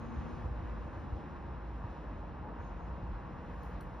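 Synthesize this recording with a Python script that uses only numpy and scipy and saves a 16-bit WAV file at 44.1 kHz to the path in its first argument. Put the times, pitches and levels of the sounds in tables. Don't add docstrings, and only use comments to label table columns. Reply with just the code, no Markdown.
import sys
import numpy as np
from scipy import signal
from scipy.fft import rfft, irfft
from scipy.io import wavfile

SR = 44100
rng = np.random.default_rng(int(sys.argv[2]) if len(sys.argv) > 2 else 0)


def wav_record(signal):
    frames = np.transpose(np.atleast_2d(signal))
    bounded = np.clip(frames, -1, 1)
    quanta = np.round(bounded * 32767).astype(np.int16)
    wavfile.write(sys.argv[1], SR, quanta)


N = 176400
SIDES = np.array([[.5], [-.5]])


def traffic():
    # frequency in Hz, relative level in dB.
    mid_spectrum = [(20, -35.5), (40, -10.5), (70, -0.5), (100, -7.5), (150, -8), (260, -13), (400, -18.5),
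                    (520, -17), (700, -20), (850, -17), (1080, -18), (1280, -23.5), (1570, -26),
                    (1740, -27), (2250, -36.5), (2650, -36.5), (3200, -44), (4150, -47), (4550, -53.5),
                    (5300, -50.5), (6600, -61.5), (7600, -84.5), (9300, -66.5), (11500, -72), (15500, -94)]
    side_spectrum = [(20, -38.5), (62, -9.5), (105, -14), (170, -20), (300, -25.5), (650, -22.5),
                     (1100, -22), (1650, -34), (2050, -46.5), (2550, -38), (3300, -49), (4300, -51.5),
                     (5000, -65.5), (6600, -52), (8500, -59), (11000, -79), (15500, -77)]
    # frequency in Hz,
    # share of the differing part that is a phase lead of the left port, from -1 to 1.
    left_leads = [(250, -0.31), (560, 0.074), (900, -1), (1750, -0.37), (2350, 1), (4200, 0.58),
                  (6600, 0.6), (8800, -0.42), (12500, 0.18)]
    # time in seconds, gain in dB.
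    flow = [(0, 0.5), (.35, 0.5), (.6, 0.45), (1.3, -0.27), (1.8, -1), (2.3, -0.2), (2.6, 0.5),
            (2.85, -0.5), (3.1, 0), (4, -0.5)]
    treble = [(0, 1.5), (.25, 5.5), (.48, 2), (.9, 1.3), (1.35, 1.5), (1.6, -2.5), (1.92, 2.5), (2.2, -1.5),
              (2.5, -7.5), (2.64, -1), (3.0, 0), (3.25, -2.5), (3.55, 2.5), (4, 1)]
    mid_db, side_db, pan_db = -45.5, -56, 0.3
    echo_s, echo_db = .0085, -19.5
    treble_hz, waver_db, waver_hz = 4150, 1, 11
    direct, diffuse = rfft(noise(1)), rfft(noise(1))
    lead = np.interp(bins(), *np.transpose(left_leads))
    differing = 1j * lead * direct + np.sqrt(1 - lead ** 2) * diffuse
    mid = from_db(mid_db) * shape(mid_spectrum) * direct
    side = from_db(side_db) * shape(side_spectrum) * differing
    wall = 1 + from_db(echo_db) * np.exp(-2j * np.pi * bins() * echo_s)
    wash = stereo(mid, side) * wall
    flow_db, treble_db = in_time(flow), in_time(treble)
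    octave = np.clip(np.log2(bins() / 1000), -5, 4)
    out = 0
    for k in range(-5, 5):
        treble_share = 1 / (1 + (treble_hz / (1000 * 2.0 ** k)) ** 2)
        gain = from_db(flow_db + treble_share * treble_db + waver_db * narrow(0, waver_hz))
        octave_band = np.maximum(1 - abs(octave - k), 0)
        out = out + gain * irfft(wash * octave_band, N)
    return out * from_db(pan_db * SIDES)


def rumble():
    # time in seconds, level in dB.
    surges = [(0, -50), (.35, -50.5), (.58, -39.5), (.9, -50.5), (1.25, -52), (1.55, -45), (1.95, -49),
              (2.15, -42), (2.35, -52.5), (2.65, -50), (2.82, -42.5), (2.95, -43.5), (3.13, -37.5),
              (3.22, -54), (3.55, -45.5), (3.78, -46.5), (4, -48)]
    return from_db(in_time(surges)) * hum(hz=53.7, width_hz=6.8, unevenness=2.3).real


def drones_and_toot():
    # pitch and width in Hz, level in dB, peak time and spread in seconds,
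    # phase between the channels in radians. The last row is the toot.
    tones = [(233.5, 2.5, -56.5, 0.94, 0.44, 2.5), (505.5, 9.2, -58.5, 0.29, 0.41, 1.5),
             (1157, 10, -62, 0.088, 0.27, 0.5), (178.9, 5.7, -55.5, 3.14, 0.96, 0.78),
             (149.3, 12, -52, 0.35, .4, 1.5), (305.8, 14, -60.5, 1.8, 3, -0.76),
             (486.6, 17, -60.5, 3.64, 0.76, -0.8), (346.7, 10, -60.5, 1.06, 0.78, -0.5),
             (943, 10, -63.5, 2.2, 1.3, -0.9), (821, 19, -59.5, 1.29, 0.24, -1),
             (900, 97, -52.5, 3.06, 0.019, -1)]
    out = 0
    for hz, width_hz, db, peak_s, spread_s, phase in tones:
        tone = hum(hz, width_hz, unevenness=1) * np.exp(1j * phase * SIDES)
        out = out + tone.real * from_db(db) * swell(peak_s, spread_s)
    return out


def engine_and_horn():
    # pitch in Hz, level in dB, peak time and spread in seconds,
    # pan to the left in dB, phase between the channels in radians.
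    notes = [(233, -48, .17, .18, 4.5, 1.5), (845, -51.5, 2.455, .022, 0, 0), (938, -55.5, 2.47, .04, 0, 0)]
    out = 0
    for hz, db, peak_s, spread_s, pan_db, phase in notes:
        tone = hum(hz, width_hz=4.1, unevenness=.08) * np.exp(1j * phase * SIDES)
        out = out + tone.real * from_db(db + pan_db * SIDES) * swell(peak_s, spread_s)
    return out


def hand_bumps():
    # start in seconds, peak level in dB, pitch in Hz.
    bumps = [(0.165, -32.5, 76), (0.181, -34, 76), (0.325, -35.5, 60), (0.439, -33.5, 79),
             (0.453, -32.5, 84), (0.504, -35, 65), (0.587, -37.5, 60.5), (0.624, -34, 68),
             (0.854, -40, 79.6), (0.983, -41, 88), (1.123, -29.5, 56.5), (1.157, -35.5, 55),
             (1.8423, -31.5, 76.4), (2.17, -34.5, 64), (3.029, -36.5, 83.5), (3.089, -39, 57.7),
             (3.746, -39, 60)]
    edge_ratio = 1.42
    out = np.zeros(N)
    for s, db, hz in bumps:
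        push = -1.0 * (np.arange(N) == int(s * SR))
        thud = band(push, hz / edge_ratio, hz * edge_ratio)
        thud = band(thud, 12, 220)
        out += from_db(db) * thud / abs(thud).max()
    return out


def grip_knocks():
    # start in seconds, level in dB.
    knocks = [(.22, -45), (.442, -44.5), (.624, -43), (2.342, -44.5)]
    # pitch in Hz, level against the knock in dB, t60 in seconds.
    low_modes = [(178, -1, 0.073), (252, -5, 0.07), (303, -1, 0.086), (530, -15.5, 0.026), (660, -9, .03)]
    rise_s = 0.0027
    out = 0
    for s, db in knocks:
        age = since(s)
        ring = sum(from_db(mode_db) * dying(age, t60) * np.sin(2 * np.pi * hz * age)
                   for hz, mode_db, t60 in low_modes)
        out = out + from_db(db) * np.minimum(age / rise_s, 1) * ring
    return out


def finger():
    # time in seconds, level in dB.
    stroke = [(3.4, -105), (3.55, -92), (3.625, -89), (3.65, -81), (3.71, -86), (3.75, -98)]
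    # frequency in Hz, relative level in dB.
    skin = [(2000, -13.5), (5000, -0.5), (7500, -9.5), (11000, 4), (15500, -1.5)]
    # start in seconds, level in dB, t60 in seconds, low edge in Hz,
    # tail and casing levels against the tick in dB.
    ticks = [(3.6327, -58, 0.0074, 10100, -30, -13), (3.8077, -61, 0.017, 8550, -14, 0)]
    # pitch and width in Hz, relative level in dB, t60 in seconds.
    high_modes = [(4330, 210, 1, 0.028), (5700, 220, -5, 0.022), (3200, 300, -5, 0.022)]
    stereo_width, rise_s, tail_t60_s, top_hz = 0.84, 0.0017, 0.19, 13100
    out = from_db(in_time(stroke)) * stereo(coloured(skin), stereo_width * coloured(skin))
    for s, db, snap_t60_s, low_hz, tail_db, casing_db in ticks:
        age = since(s)
        mid, side = rms_one(band(rng.standard_normal((2, N)), low_hz, top_hz))
        decay = dying(age, snap_t60_s) + from_db(tail_db) * dying(age, tail_t60_s)
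        snap = decay * stereo(mid, stereo_width * side)
        ring = sum(from_db(casing_db + mode_db) * dying(age, t60) * narrow(hz, width_hz)
                   for hz, width_hz, mode_db, t60 in high_modes)
        out = out + from_db(db) * np.minimum(age / rise_s, 1) * (snap + ring)
    return out


def hiss():
    # peak time and spread in seconds, level in dB.
    swells = [(.14, 0.16, -80.5), (.9, 0.17, -91.5), (2.65, 0.04, -81.5), (2.83, 0.066, -88),
              (3.64, 0.054, -85)]
    level = sum(from_db(db) * swell(s, spread_s) for s, spread_s, db in swells)
    return level * np.array([narrow(hz=6480, width_hz=170) for _ in range(2)])


def from_db(db):
    return 10 ** (np.asarray(db) / 20)


def rms_one(x):
    return x / np.sqrt(np.mean(x ** 2) + 1e-20)


def in_time(rows):
    return np.interp(np.arange(N) / SR, *np.transpose(rows))


def since(start_s):
    return np.maximum(np.arange(N) / SR - start_s, 0)


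def swell(peak_s, spread_s):
    return np.exp(-.5 * ((np.arange(N) / SR - peak_s) / spread_s) ** 2)


def dying(age, t60):
    return np.exp(-np.log(1000) * age / t60)


def bins():
    return np.maximum(np.arange(N // 2 + 1) * SR / N, 1)


def shape(points):
    hz, db = np.transpose(points)
    gain = from_db(np.interp(np.log(bins()), np.log(hz), db))
    return rms_one(gain * np.minimum(bins() / 20, 1) ** 2)


def noise(gain):
    return rms_one(irfft(gain * np.exp(2j * np.pi * rng.random(N // 2 + 1)), N))


def coloured(points):
    return noise(shape(points))


def narrow(hz, width_hz):
    return noise(1 / (1 + ((bins() - hz) / width_hz) ** 2))


def hum(hz, width_hz, unevenness):
    wave = signal.hilbert(narrow(hz, width_hz))
    wave = wave / np.sqrt(abs(wave) ** 2 + unevenness)
    return wave / wave.real.std()


def band(x, low_hz, high_hz):
    return signal.sosfilt(signal.butter(2, [low_hz, high_hz], "band", fs=SR, output="sos"), x + 1e-18)


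def stereo(mid, side):
    return np.array([mid + side, mid - side])


def scene():
    ambience = traffic() + rumble() + drones_and_toot() + engine_and_horn() + hiss()
    return ambience + hand_bumps() + grip_knocks() + finger()


def record(dry):
    cutoff_hz = 15800
    return signal.sosfilt(signal.ellip(10, .1, 80, cutoff_hz, fs=SR, output="sos"), dry)


dry = scene()
out = record(dry)
wav_record(out)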